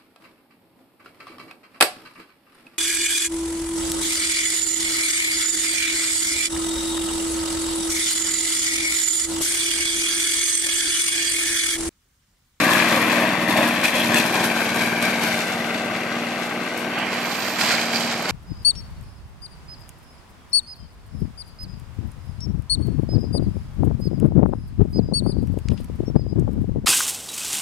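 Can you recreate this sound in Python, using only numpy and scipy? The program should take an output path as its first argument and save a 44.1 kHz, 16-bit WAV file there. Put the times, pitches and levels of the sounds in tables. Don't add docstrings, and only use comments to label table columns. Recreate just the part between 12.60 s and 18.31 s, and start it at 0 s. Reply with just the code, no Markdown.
import sys
import numpy as np
from scipy import signal
from scipy.fft import rfft, irfft, next_fast_len
from scipy.io import wavfile
from scipy.ndimage import uniform_filter1d

SR = 44100
rng = np.random.default_rng(int(sys.argv[2]) if len(sys.argv) > 2 else 0)


def to_wav(s):
    ch = np.atleast_2d(s).T
    pcm = np.round(np.clip(ch, -1, 1) * 32767)
    wavfile.write(sys.argv[1], SR, pcm.astype(np.int16))


N = 251799
TIME = np.arange(N) / SR

# time in seconds, crankshaft speed in turns per minute.
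CRANK_SPEED = [(0.0, 2347), (0.4, 2340), (0.8, 2357), (1.2, 2363), (1.65, 2317), (2.0, 2313), (2.4, 2314),
               (2.95, 2308), (3.4, 2354), (4.0, 2361), (4.4, 2380), (4.8, 2367), (5.15, 2328), (5.71, 2332)]
# place as share of the cycle, relative gas pulse in dB,
# relative clatter in dB.
CYCLE_BLOWS = [(.132, 1.5, -5), (.349, 4, -5.5), (0.47, -10.5, -9.5), (.705, 1, -6.5), (0.912, -8, -7)]
# time in seconds, deck gain in dB, exhaust gain in dB.
LOUDNESS_SWINGS = [(0, 1.5, 1), (.35, -1, -1.5), (.65, 1, 0), (.8, -6, -0.5), (1.02, 1, 1),
                   (1.27, -0.5, -3), (1.52, 1.5, 3.5), (1.75, -1, 0.5), (2.25, -1, 2), (2.7, 1, 0.5),
                   (2.8, -0.5, 0), (3.5, 0, -1.5), (4.28, -2.5, -1), (4.38, 1.5, -1.5), (4.85, -0.5, -2.5),
                   (5.12, 3.5, -1), (5.5, -3, -1.5), (5.71, -3, -2)]


def gain_of(db):
    return 10 ** (np.asarray(db) / 20)


def evened(x):
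    return x / np.sqrt(np.mean(x ** 2) + 1e-20)


def curves(rows):
    s, *columns = np.transpose(rows)
    return [np.interp(TIME, s, column) for column in columns]


def read(points, hz):
    f, value = np.transpose(points)
    return np.interp(np.log(hz + 1), np.log(f + 1), value)


def filtered(x, response):
    size = next_fast_len(N + 8192)
    spectrum = rfft(x, size) * response(np.fft.rfftfreq(size, 1 / SR))
    return irfft(spectrum, size)[..., :N]


def coloured(x, points):
    return evened(filtered(x, lambda hz: gain_of(read(points, hz))))


def wander(rate_hz, channels=1):
    noise = rng.standard_normal((channels, N))
    return evened(filtered(noise, lambda hz: 1 / (1 + (hz / rate_hz) ** 4)))


def spread(pair):
    # frequency in Hz, left-right correlation.
    likeness = [(30, 0.21), (70, 0.7), (120, 0.83), (300, 0.92), (700, 0.99), (1300, 0.72), (2700, 0.8),
                (3600, 0.25), (5000, 0.15), (8000, 0.65), (14000, 0)]

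    def same(hz):
        return np.clip(read(likeness, hz), -1, 1)

    mid = filtered(pair[0], lambda hz: np.sqrt((1 + same(hz)) / 2))
    side = filtered(pair[1], lambda hz: np.sqrt((1 - same(hz)) / 2))
    return np.array([mid + side, mid - side])


def distant(near_db, fall_db):
    # time in seconds, distance in metres.
    distance = [(0, 3.75), (.6, 4), (.8, 4.6), (1.3, 5.75), (2.3, 7.7), (3.0, 8.53), (3.9, 9.8),
                (4.45, 10.4), (4.85, 13.3), (5.71, 9.8)]
    near_m = 4
    return near_db - fall_db * np.log2(curves(distance)[0] / near_m)


def orchard(x, wet_db=-12, t60_s=0.86, taps_per_s=2500, change_hz=2.515, count=3):
    t = TIME[:SR // 4]
    shape = (count, 2, len(t))
    taps = rng.standard_normal(shape) * (rng.random(shape) < taps_per_s / SR)
    tails = taps * gain_of(-60 * t / t60_s) * (t > .004)
    tails /= np.linalg.norm(tails, axis=2, keepdims=True)
    wet = 0
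    for k, tail in enumerate(tails):
        window = np.sqrt(2 / count) * np.cos(np.pi * (change_hz * TIME + k / count))
        wet = wet + signal.oaconvolve(x * window, tail, axes=1)[:, :N]
    return x + gain_of(wet_db) * wet


def ground(x):
    # time in seconds, delay in ms, strength from 0 to 1.
    bounce_path = [(0, 1.18, 0.19), (.4, 1.19, 0.23), (.8, 1.14, .3), (1.0, 1.12, 0.36), (1.2, 1.23, 0.33),
                   (1.55, 1.17, 0.28), (1.9, 1.25, 0.29), (2.2, 1.24, 0.3), (2.68, 1.34, 0.28),
                   (2.88, 1.42, 0.36), (3.5, 1.46, 0.17), (4.05, 1.44, 0.22), (4.4, 1.26, .1),
                   (5.05, 1.22, 0.18), (5.71, 1.32, 0.22)]
    delay_ms, strength = curves(bounce_path)
    soft = filtered(x, lambda hz: 1 / (1 + (hz / 5500) ** 4))
    bounce = np.array([np.interp(TIME - delay_ms / 1000, TIME, channel) for channel in soft])
    return (x + strength * bounce) / np.sqrt(1 + strength ** 2)


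def turning(x):
    # frequency in Hz, gain in dB.
    flank = [(200, 0), (275, 0.5), (312, 1.9), (360, -1.5), (420, -7.5), (560, 1.5), (780, -4.5),
             (1080, 1.5), (1300, 2), (1540, -5), (1760, 1), (2300, 0), (2850, -1.5), (3400, 0), (5500, -3),
             (9000, -2)]
    # time in seconds, share side-on.
    heading = [(0, 0.78), (.6, 0.84), (1.15, 0.9), (1.6, 0.29), (2.0, 0.036), (5.71, 0)]
    side_on = filtered(x, lambda hz: gain_of(read(flank, hz)))
    return x + np.clip(curves(heading)[0], 0, 1) * (side_on - x)


def mowing():
    # start in seconds, length in seconds,
    # rise of cutting noise in dB, engine load in dB.
    thick_tufts = [(0.08, 0.05, 2.5, -2), (0.31, 0.051, 0.5, 3), (0.46, 0.27, 1, 1), (0.804, 0.018, 3.5, 1),
                   (0.874, 0.046, 6.5, 4), (0.947, .13, 4, 4), (1.23, 0.012, 10, -2.5),
                   (1.336, 0.068, 4, 1.5), (1.487, .04, 2.5, 6), (1.549, 0.037, 7, 3.5),
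                   (1.626, 0.027, 3, 3.5), (1.72, 0.063, 2.5, 5), (1.822, 0.034, 6, 4.5),
                   (1.948, 0.074, 3, 1.5), (2.14, 0.1, 4, 3), (2.408, 0.084, 3, 4),
                   (2.607, 0.078, 4.5, 2.5), (2.68, 0.16, 2.5, -4), (3.775, 0.049, 1.5, -2),
                   (4.155, 0.058, 2.5, -2.5), (4.514, 0.02, 6.5, 1), (4.982, 0.034, 6, 2.5),
                   (5.016, 0.085, 4.5, 4), (5.084, 0.051, 5.5, 4.5), (5.15, 0.066, 2.5, 2.5),
                   (5.29, 0.12, 2, 2.5), (5.348, .025, 4, 1.5), (5.503, 0.022, 2.5, 1.5),
                   (5.678, .03, 6, 4.5)]
    bite_s, clear_s = 0.017, 0.031
    cut, load = np.zeros(N), np.zeros(N)
    for start, length, cut_db, load_db in thick_tufts:
        since = TIME - start
        shape = np.clip(since / bite_s, 0, 1) * np.exp(-np.clip(since - length, 0, 1) / clear_s)
        cut = np.maximum(cut, cut_db * shape)
        load = np.maximum(load, load_db * shape)
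    return cut, load


def motors(load, rasp_db=5, rasp_hz=55, per_load=1.0):
    # multiple of motor_hz (rounded), relative level in dB.
    whine_lines = [(3, -4.5), (4, -1.5), (6, -11)]
    # time in seconds, gain in dB before load.
    drive = [(0, -31), (1.5, -60), (1.9, -40), (2.4, -42), (2.7, -45), (2.82, -44), (4.2, -47), (5.1, -49),
             (5.71, -57)]
    motor_hz = 390.5
    whine = 0
    for order, db in whine_lines:
        a, b = gain_of(rasp_db) * wander(rasp_hz, channels=2)
        angle = 2 * np.pi * round(order) * motor_hz * TIME
        whine = whine + gain_of(db) * ((1 + a) * np.cos(angle) + b * np.sin(angle))
    return gain_of(curves(drive)[0] + per_load * load) * whine


def snaps(decay_s=0.0073, low_hz=5500):
    # time in seconds, level in dB.
    stem_ticks = [(0.0423, -22), (0.0982, -30), (0.1346, -20), (0.157, -21), (0.167, -24), (0.5232, -25),
                  (0.9717, -19), (1.3977, -24), (1.5833, -20), (1.6606, -33), (2.6728, -35), (4.176, -28),
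                  (4.191, -33), (4.387, -31), (4.6004, -39), (5.0175, -26), (5.0674, -22), (5.5238, -40),
                  (5.6226, -26), (5.6875, -27)]
    hits = np.zeros(N)
    for s, db in stem_ticks:
        hits[round(s * SR)] = gain_of(db)
    noise = rng.standard_normal((2, N))
    crack = evened(filtered(noise, lambda hz: hz ** 2 / (hz ** 2 + low_hz ** 2)))
    return crack * signal.lfilter([1], [1, -np.exp(-1 / (decay_s * SR))], hits)


def shred(cycles, snaps_per_s, snap_db, size_db, chop, tuft_db, tufts_per_s, tuft_s):
    rank = np.minimum(rng.exponential(1, (2, N)), 3.5)
    sizes = gain_of(size_db * rank) * (rng.random((2, N)) < snaps_per_s / SR)
    stems = evened(sizes * rng.choice([-1, 1], (2, N)))
    sweep = 1 + chop * np.cos(2 * np.pi * 2 * 2 * (cycles - .08))
    bites = rng.uniform(0.34, 2.5, N) * (rng.random(N) < tufts_per_s / SR)
    tufts = signal.lfilter([1], [1, -np.exp(-1 / (tuft_s * SR))], bites)
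    hiss = rng.standard_normal((2, N)) + gain_of(snap_db) * stems
    return hiss * sweep * np.sqrt(1 + gain_of(tuft_db) ** 2 * tufts)


def crackle_bands(cycles, swell=.5):
    # start in seconds, length in seconds, centre in Hz, width in Hz, level in dB.
    bands = [(0, 0.29, 1690, 160, -27.5), (0, 0.19, 1050, 220, -28), (0.523, 0.17, 590, 150, -28.5),
             (0.613, 0.29, 2010, 260, -31), (0.945, 0.096, 636, 240, -24), (1.231, 0.033, 2460, 450, -18),
             (1.327, 0.12, 3200, 1200, -28.5), (1.336, .09, 567, 110, -28.5),
             (1.548, 0.043, 2700, 350, -27), (1.7, 1.0, 1670, 150, -40), (1.79, 0.075, 340, 60, -30),
             (1.95, 0.79, 2280, 300, -34), (2.6, 0.15, 4200, 2200, -37), (4.302, 0.18, 2690, 1150, -32.5),
             (4.58, .5, 13600, 1800, -37), (5.07, 0.09, 1600, 1500, -34), (5.094, 0.066, 4540, 1200, -33),
             (5.342, 0.045, 4600, 1900, -28.5)]
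    crackle = shred(cycles, snaps_per_s=1200, snap_db=-0.5, size_db=3.0, chop=0.34,
                    tuft_db=2.5, tufts_per_s=62, tuft_s=0.011)
    out = np.zeros((2, N))
    for start, length, centre, width, db in bands:
        def band(hz):
            return np.minimum(hz / centre, 1) / (1 + (2 * (hz - centre) / width) ** 2)

        arch = abs(np.sin(np.pi * np.clip((TIME - start) / length, 0, 1))) ** swell
        out += gain_of(db) * arch * evened(filtered(crackle, band))
    return out


def stalks(knock_db=-5, hardness=0.72, scatter_db=-19, scatter_s=0.0074):
    # time in seconds, relative strength in dB.
    flung = [(0.1343, 0), (0.8874, -20), (0.976, -10), (1.2526, -4), (1.283, -3.5), (1.358, -7),
             (1.5439, 0.5), (1.558, -6), (1.5702, -4), (1.584, -2), (1.7418, -6), (1.8415, -5.5),
             (2.145, -8), (2.4254, -4), (4.9917, -9), (5.032, -6.5), (5.092, -4), (5.12, -8), (5.36, -6)]
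    # mode in Hz, relative level in dB, t60 in seconds.
    knock_modes = [(1760, -6, 0.018), (2500, -9, 0.018), (3370, -8, 0.015), (4400, -18, 0.013),
                   (5670, -12, 0.0065), (7840, -6, 0.0049)]
    # frequency in Hz, relative level in dB per Hz.
    scatter_colour = [(30, -50), (200, -22), (900, -39), (1700, -25), (2500, 25), (3400, -17), (4200, -7),
                      (8000, 12), (14500, 7)]
    t = TIME[:SR // 10]
    ring = 0
    for k, (hz, db, t60_s) in enumerate(knock_modes):
        ring = ring + (-1) ** k * gain_of(db - 60 * t / t60_s) * np.sin(2 * np.pi * hz * t)
    hits = np.zeros(N)
    for s, db in flung:
        hits[round(s * SR)] = gain_of(db)
    knocks = signal.oaconvolve(hits ** (1 + hardness), ring)[:N]
    envelope = signal.oaconvolve(hits, np.exp(-t / scatter_s))[:N]
    scatter = envelope * coloured(rng.standard_normal((2, N)), scatter_colour)
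    return gain_of(knock_db) * knocks + gain_of(scatter_db) * spread(scatter)


def grass(cycles, cut, tear_db=2, fizz_db=-2.5, heavy_db=-33, fizz_growth=0.37):
    # time in seconds, thickness as dB of cutting noise.
    sward = [(0, 2), (.55, -1.5), (.78, -5), (1.15, 0.5), (2.0, 1), (2.9, 0), (3.3, -4), (3.85, -2.5),
             (4.0, -3.5), (4.4, -4), (4.75, 7), (5.25, 7), (5.71, 4)]
    # frequency in Hz, relative level in dB per Hz.
    tear_colour = [(300, -27), (1500, 0), (3200, -0.5), (3520, 2), (3700, 3), (4000, 2.5), (4400, -2.5),
                   (5200, -4), (6500, -6), (8000, -6.5), (14500, -27.5)]
    # frequency in Hz, relative level in dB per Hz.
    fizz_colour = [(2500, -16), (5000, 4), (7500, 0), (9500, 4), (12000, 5), (14500, -1)]
    level = distant(near_db=-30, fall_db=6) + curves(sward)[0] + cut
    coarse = shred(cycles, snaps_per_s=1400, snap_db=-2.5, size_db=3.5, chop=0.2,
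                   tuft_db=2.5, tufts_per_s=45, tuft_s=0.0097)
    fine = shred(cycles, snaps_per_s=700, snap_db=-2.5, size_db=5.0, chop=0.058,
                 tuft_db=-1.0, tufts_per_s=91, tuft_s=0.0079)
    tear = gain_of(tear_db) * coloured(coarse, tear_colour)
    fizz = gain_of(fizz_db + fizz_growth * (level - heavy_db)) * coloured(fine, fizz_colour)
    return gain_of(level) * (tear + fizz)


def blade(cycles, load, waver_db=2.0, per_load=0.68, count=38):
    # frequency in Hz, relative level in dB per line.
    buzz_colour = [(160, -14), (310, -0.5), (390, -6), (470, 2.5), (545, -1.5), (625, -3), (700, 0),
                   (860, -5), (1020, -3.5), (1250, -3), (1650, -10.5), (1900, -6.5), (2300, -6.5),
                   (3000, -9)]
    passes = 2 * 2 * cycles
    pass_hz = 2 * np.mean(curves(CRANK_SPEED)[0]) / 60
    wavers = gain_of(waver_db * wander(12.4, channels=5))
    buzz = 0
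    for k in range(2, count):
        line = np.cos(2 * np.pi * (k * passes + rng.random()))
        buzz = buzz + gain_of(read(buzz_colour, k * pass_hz)) * wavers[k % len(wavers)] * line
    return gain_of(distant(near_db=-30.5, fall_db=6.5) + per_load * load) * evened(buzz)


def panels(cycles, load, low_hz=520, high_hz=2800, t60_s=0.071, uneven_db=3, per_load=0.53):
    t, out = TIME[:SR // 12], np.zeros((2, N))
    for place, _, db in CYCLE_BLOWS:
        starts = np.flatnonzero(np.diff(np.floor(cycles - place)) > 0)
        for at, (pitch, size, *phases) in zip(starts, rng.random((len(starts), 4))):
            hz = low_hz + (high_hz - low_hz) * pitch
            decay = gain_of(db + uneven_db * (2 * size - 1) - 60 * t / t60_s)
            ring = decay * np.sin(2 * np.pi * (hz * t + np.c_[phases]))
            out[:, at:at + len(t)] += ring[:, :N - at]
    level = distant(near_db=-30, fall_db=6) + curves(LOUDNESS_SWINGS)[0] + per_load * load
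    return gain_of(level) * evened(out)


def blows(cycles, levels_db, decay, uneven_db):
    power = 0
    for (place, _, _), db in zip(CYCLE_BLOWS, levels_db):
        since = cycles - place + 1
        chance = rng.standard_normal(256)[since.astype(int)]
        pulse = gain_of(db + uneven_db * chance) * np.exp(-(since % 1) / decay)
        power = power + pulse ** 2
    return evened(np.sqrt(power))


def rattle(cycles, repeat, steady, decay, uneven_db, size=2048):
    pattern = rng.standard_normal((2, size))[:, (cycles % 1 * size).astype(int)]
    share = np.clip(repeat, 0, 1)
    grain = np.sqrt(share) * pattern + np.sqrt(1 - share) * rng.standard_normal((2, N))
    knocks = grain * blows(cycles, np.transpose(CYCLE_BLOWS)[2], decay, uneven_db)
    return knocks + steady * rng.standard_normal((2, N))


def deck_response(hz):
    # centre in Hz, width parameter in Hz, relative peak in dB.
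    resonances = [(1584, 107, 8), (2070, 1200, -8), (2290, 900, 6.5), (2590, 220, -10.5), (3300, 1200, -7),
                  (4550, 160, -1), (5620, 25, -16), (5680, 27, 1), (6120, 50, -11), (7240, 150, -12.5)]
    power = 0
    for f, width, db in resonances:
        power = power + gain_of(db) ** 2 / (1 + (2 * (hz - f) / width) ** 2) ** 1.51
    return np.sqrt(power)


def machine(cycles, cut, load, deck_per_load=0.18, deck_per_cut=0.47):
    # frequency in Hz, relative level in dB per Hz.
    block_colour = [(100, -47), (300, 4), (440, 0.5), (600, 2.5), (720, 2.5), (850, -2.5), (1080, -1),
                    (1270, -6), (1450, -5.5), (1800, -8), (3000, -11.5), (8000, -33)]
    block_level = distant(near_db=-23.5, fall_db=6) + load
    deck_level = distant(near_db=-24.5, fall_db=6) + curves(LOUDNESS_SWINGS)[0]
    deck_level = deck_level + deck_per_load * load + deck_per_cut * cut
    block_knocks = rattle(cycles, repeat=0.49, steady=0.6, decay=0.17, uneven_db=0.0)
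    deck_knocks = rattle(cycles, repeat=0.43, steady=1.0, decay=0.12, uneven_db=4.0)
    block = coloured(block_knocks, block_colour)
    deck = evened(filtered(deck_knocks, deck_response))
    return gain_of(block_level) * block + gain_of(deck_level) * deck


def exhaust(cycles, load, order=8, puff_db=-2.0, waver_db=0.5, stray=0.35, stray_hz=6, per_load=0.33):
    # multiple of the firing rate, relative level in dB.
    muffler = [(4, -27), (5, -19), (6, -13.5), (7, -18.5), (8, -13.5), (9, -7), (10, -5), (11, -11),
               (13, -10.5), (14, -16), (15, -11.5), (16, -12), (17, -8.5), (18, -5), (19, -7.5), (20, -12),
               (21, -18.5)]
    # time in seconds, peak amplitude in dB.
    drone_level = [(0, -27.5), (.16, -30), (.33, -24), (.48, -26.5), (.62, -22.5), (.73, -35), (.81, -32),
                   (.95, -24.5), (1.12, -23.5), (1.2, -31.5), (1.31, -30.5), (1.52, -21), (1.76, -34),
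                   (1.87, -27.5), (2.2, -29), (2.45, -27), (2.77, -27), (2.88, -33.5), (3.0, -28.5),
                   (3.48, -33), (3.62, -26.5), (3.8, -33.5), (4.0, -31), (4.11, -40), (4.22, -29.5),
                   (4.38, -36), (4.55, -31), (4.74, -35.5), (5.02, -34), (5.36, -28.5), (5.61, -32),
                   (5.71, -48)]
    # frequency in Hz, relative level in dB per Hz.
    puff_colour = [(20, -38), (60, -34), (110, -21), (180, -9), (270, 2.5), (340, -6.5), (420, -2.5),
                   (700, -19), (2000, -65)]
    drone_order, governor_s = 12, 0.063
    place, gas_db, _ = np.transpose(CYCLE_BLOWS)
    drift = stray * (wander(stray_hz, channels=5) + 1j * wander(stray_hz, channels=5))

    def line(k):
        lag = np.angle(np.sum(gain_of(gas_db) * np.exp(-2j * np.pi * k * place)))
        if k <= order:
            lag = -2 * np.pi * k * place[np.argmax(gas_db)]
        return np.exp(1j * (2 * np.pi * k * cycles + lag))

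    stack = 0
    for multiple, db in muffler:
        k = round(multiple)
        stack = stack + gain_of(db) * (line(k) * (1 + drift[k % len(drift)])).real
    throb = evened(stack) * gain_of(waver_db * wander(21.0))
    gusts = blows(cycles, gas_db, decay=0.29, uneven_db=1)
    puffs = coloured(rng.standard_normal((2, N)) * gusts, puff_colour)
    throttle = uniform_filter1d(load, size=round(governor_s * SR))
    level = distant(near_db=-29, fall_db=4) + curves(LOUDNESS_SWINGS)[1] + per_load * throttle
    drone = gain_of(curves(drone_level)[0]) * line(drone_order).real
    return gain_of(level) * (throb + gain_of(puff_db) * spread(puffs)) + drone


def scene():
    cycles = np.cumsum(curves(CRANK_SPEED)[0]) / (2 * 60 * SR)
    cycles = cycles + .0012 * wander(8)[0]
    cut, load = mowing()
    noises = machine(cycles, cut, load) + panels(cycles, load) + grass(cycles, cut)
    noises = noises + crackle_bands(cycles) + snaps()
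    mower = exhaust(cycles, load) + blade(cycles, load) + motors(load)
    mower = mower + spread(orchard(noises)) + stalks()
    return ground(turning(mower))


def ports(x, balance, low_cut_hz=54):
    # frequency in Hz, radians by which left leads right.
    lead = [(120, 0.19), (250, 0.044), (600, 0.36), (1460, 0.5), (2600, -0.66), (3300, -1.1), (3700, -2.04),
            (4500, -0.64), (8000, 1.78)]

    def response(hz):
        ratio = gain_of(read(balance, hz))
        turn = np.exp(.5j * read(lead, hz))
        low_cut = hz ** 2 / np.sqrt(hz ** 4 + low_cut_hz ** 4)
        return low_cut * 2 * np.array([ratio * turn, 1 / turn]) / (1 + ratio)

    return filtered(x, response)


def record(dry, split_hz=3700, edge_hz=14750):
    # frequency in Hz, left minus right in dB.
    shaded_balance = [(60, 0), (210, -0.5), (330, 0.5), (500, 2), (770, 0.5), (1170, 5), (1790, 11.5),
                      (2740, 7), (4190, 0.5), (6410, -0.5), (9810, -2), (15000, 5)]
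    # frequency in Hz, left minus right in dB.
    open_balance = [(60, 3), (210, -1.5), (330, 4.5), (500, -6), (770, 1.5), (1170, -4), (1790, -2),
                    (2740, -3.5), (4190, -7), (6410, -10), (9810, -4.5), (15000, -9)]
    # frequency in Hz, gain in dB.
    open_colour = [(180, 1.5), (340, -1), (850, 3.5), (1350, 4.5), (1570, 0), (1900, 4), (2500, 1),
                   (3150, 2), (3680, -3), (4600, 5.5), (6000, -1.5), (7500, 0.5), (10300, -10.5),
                   (13000, -6)]
    # time in seconds, share open in the middle range, share open in the treble.
    opening = [(0, 0.095, 0.014), (4.28, 0.22, 0.075), (4.42, 0.99, 0.32), (4.58, 0.84, 0.52),
               (4.85, 1, 0.75), (5.1, 0.71, 0.95), (5.71, 0.72, 0.94)]
    middle_share, treble_share = np.clip(curves(opening), 0, 1)
    shaded = ports(dry, shaded_balance)
    opened = filtered(ports(dry, open_balance), lambda hz: gain_of(read(open_colour, hz)))
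    change = opened - shaded
    middle = filtered(change, lambda hz: 1 / (1 + (hz / split_hz) ** 10))
    heard = shaded + middle_share * middle + treble_share * (change - middle)
    band_limit = signal.firwin(401, edge_hz, window=("kaiser", 9), fs=SR)
    return signal.oaconvolve(heard, band_limit[None], "same")


dry = scene()
out = record(dry)
to_wav(out)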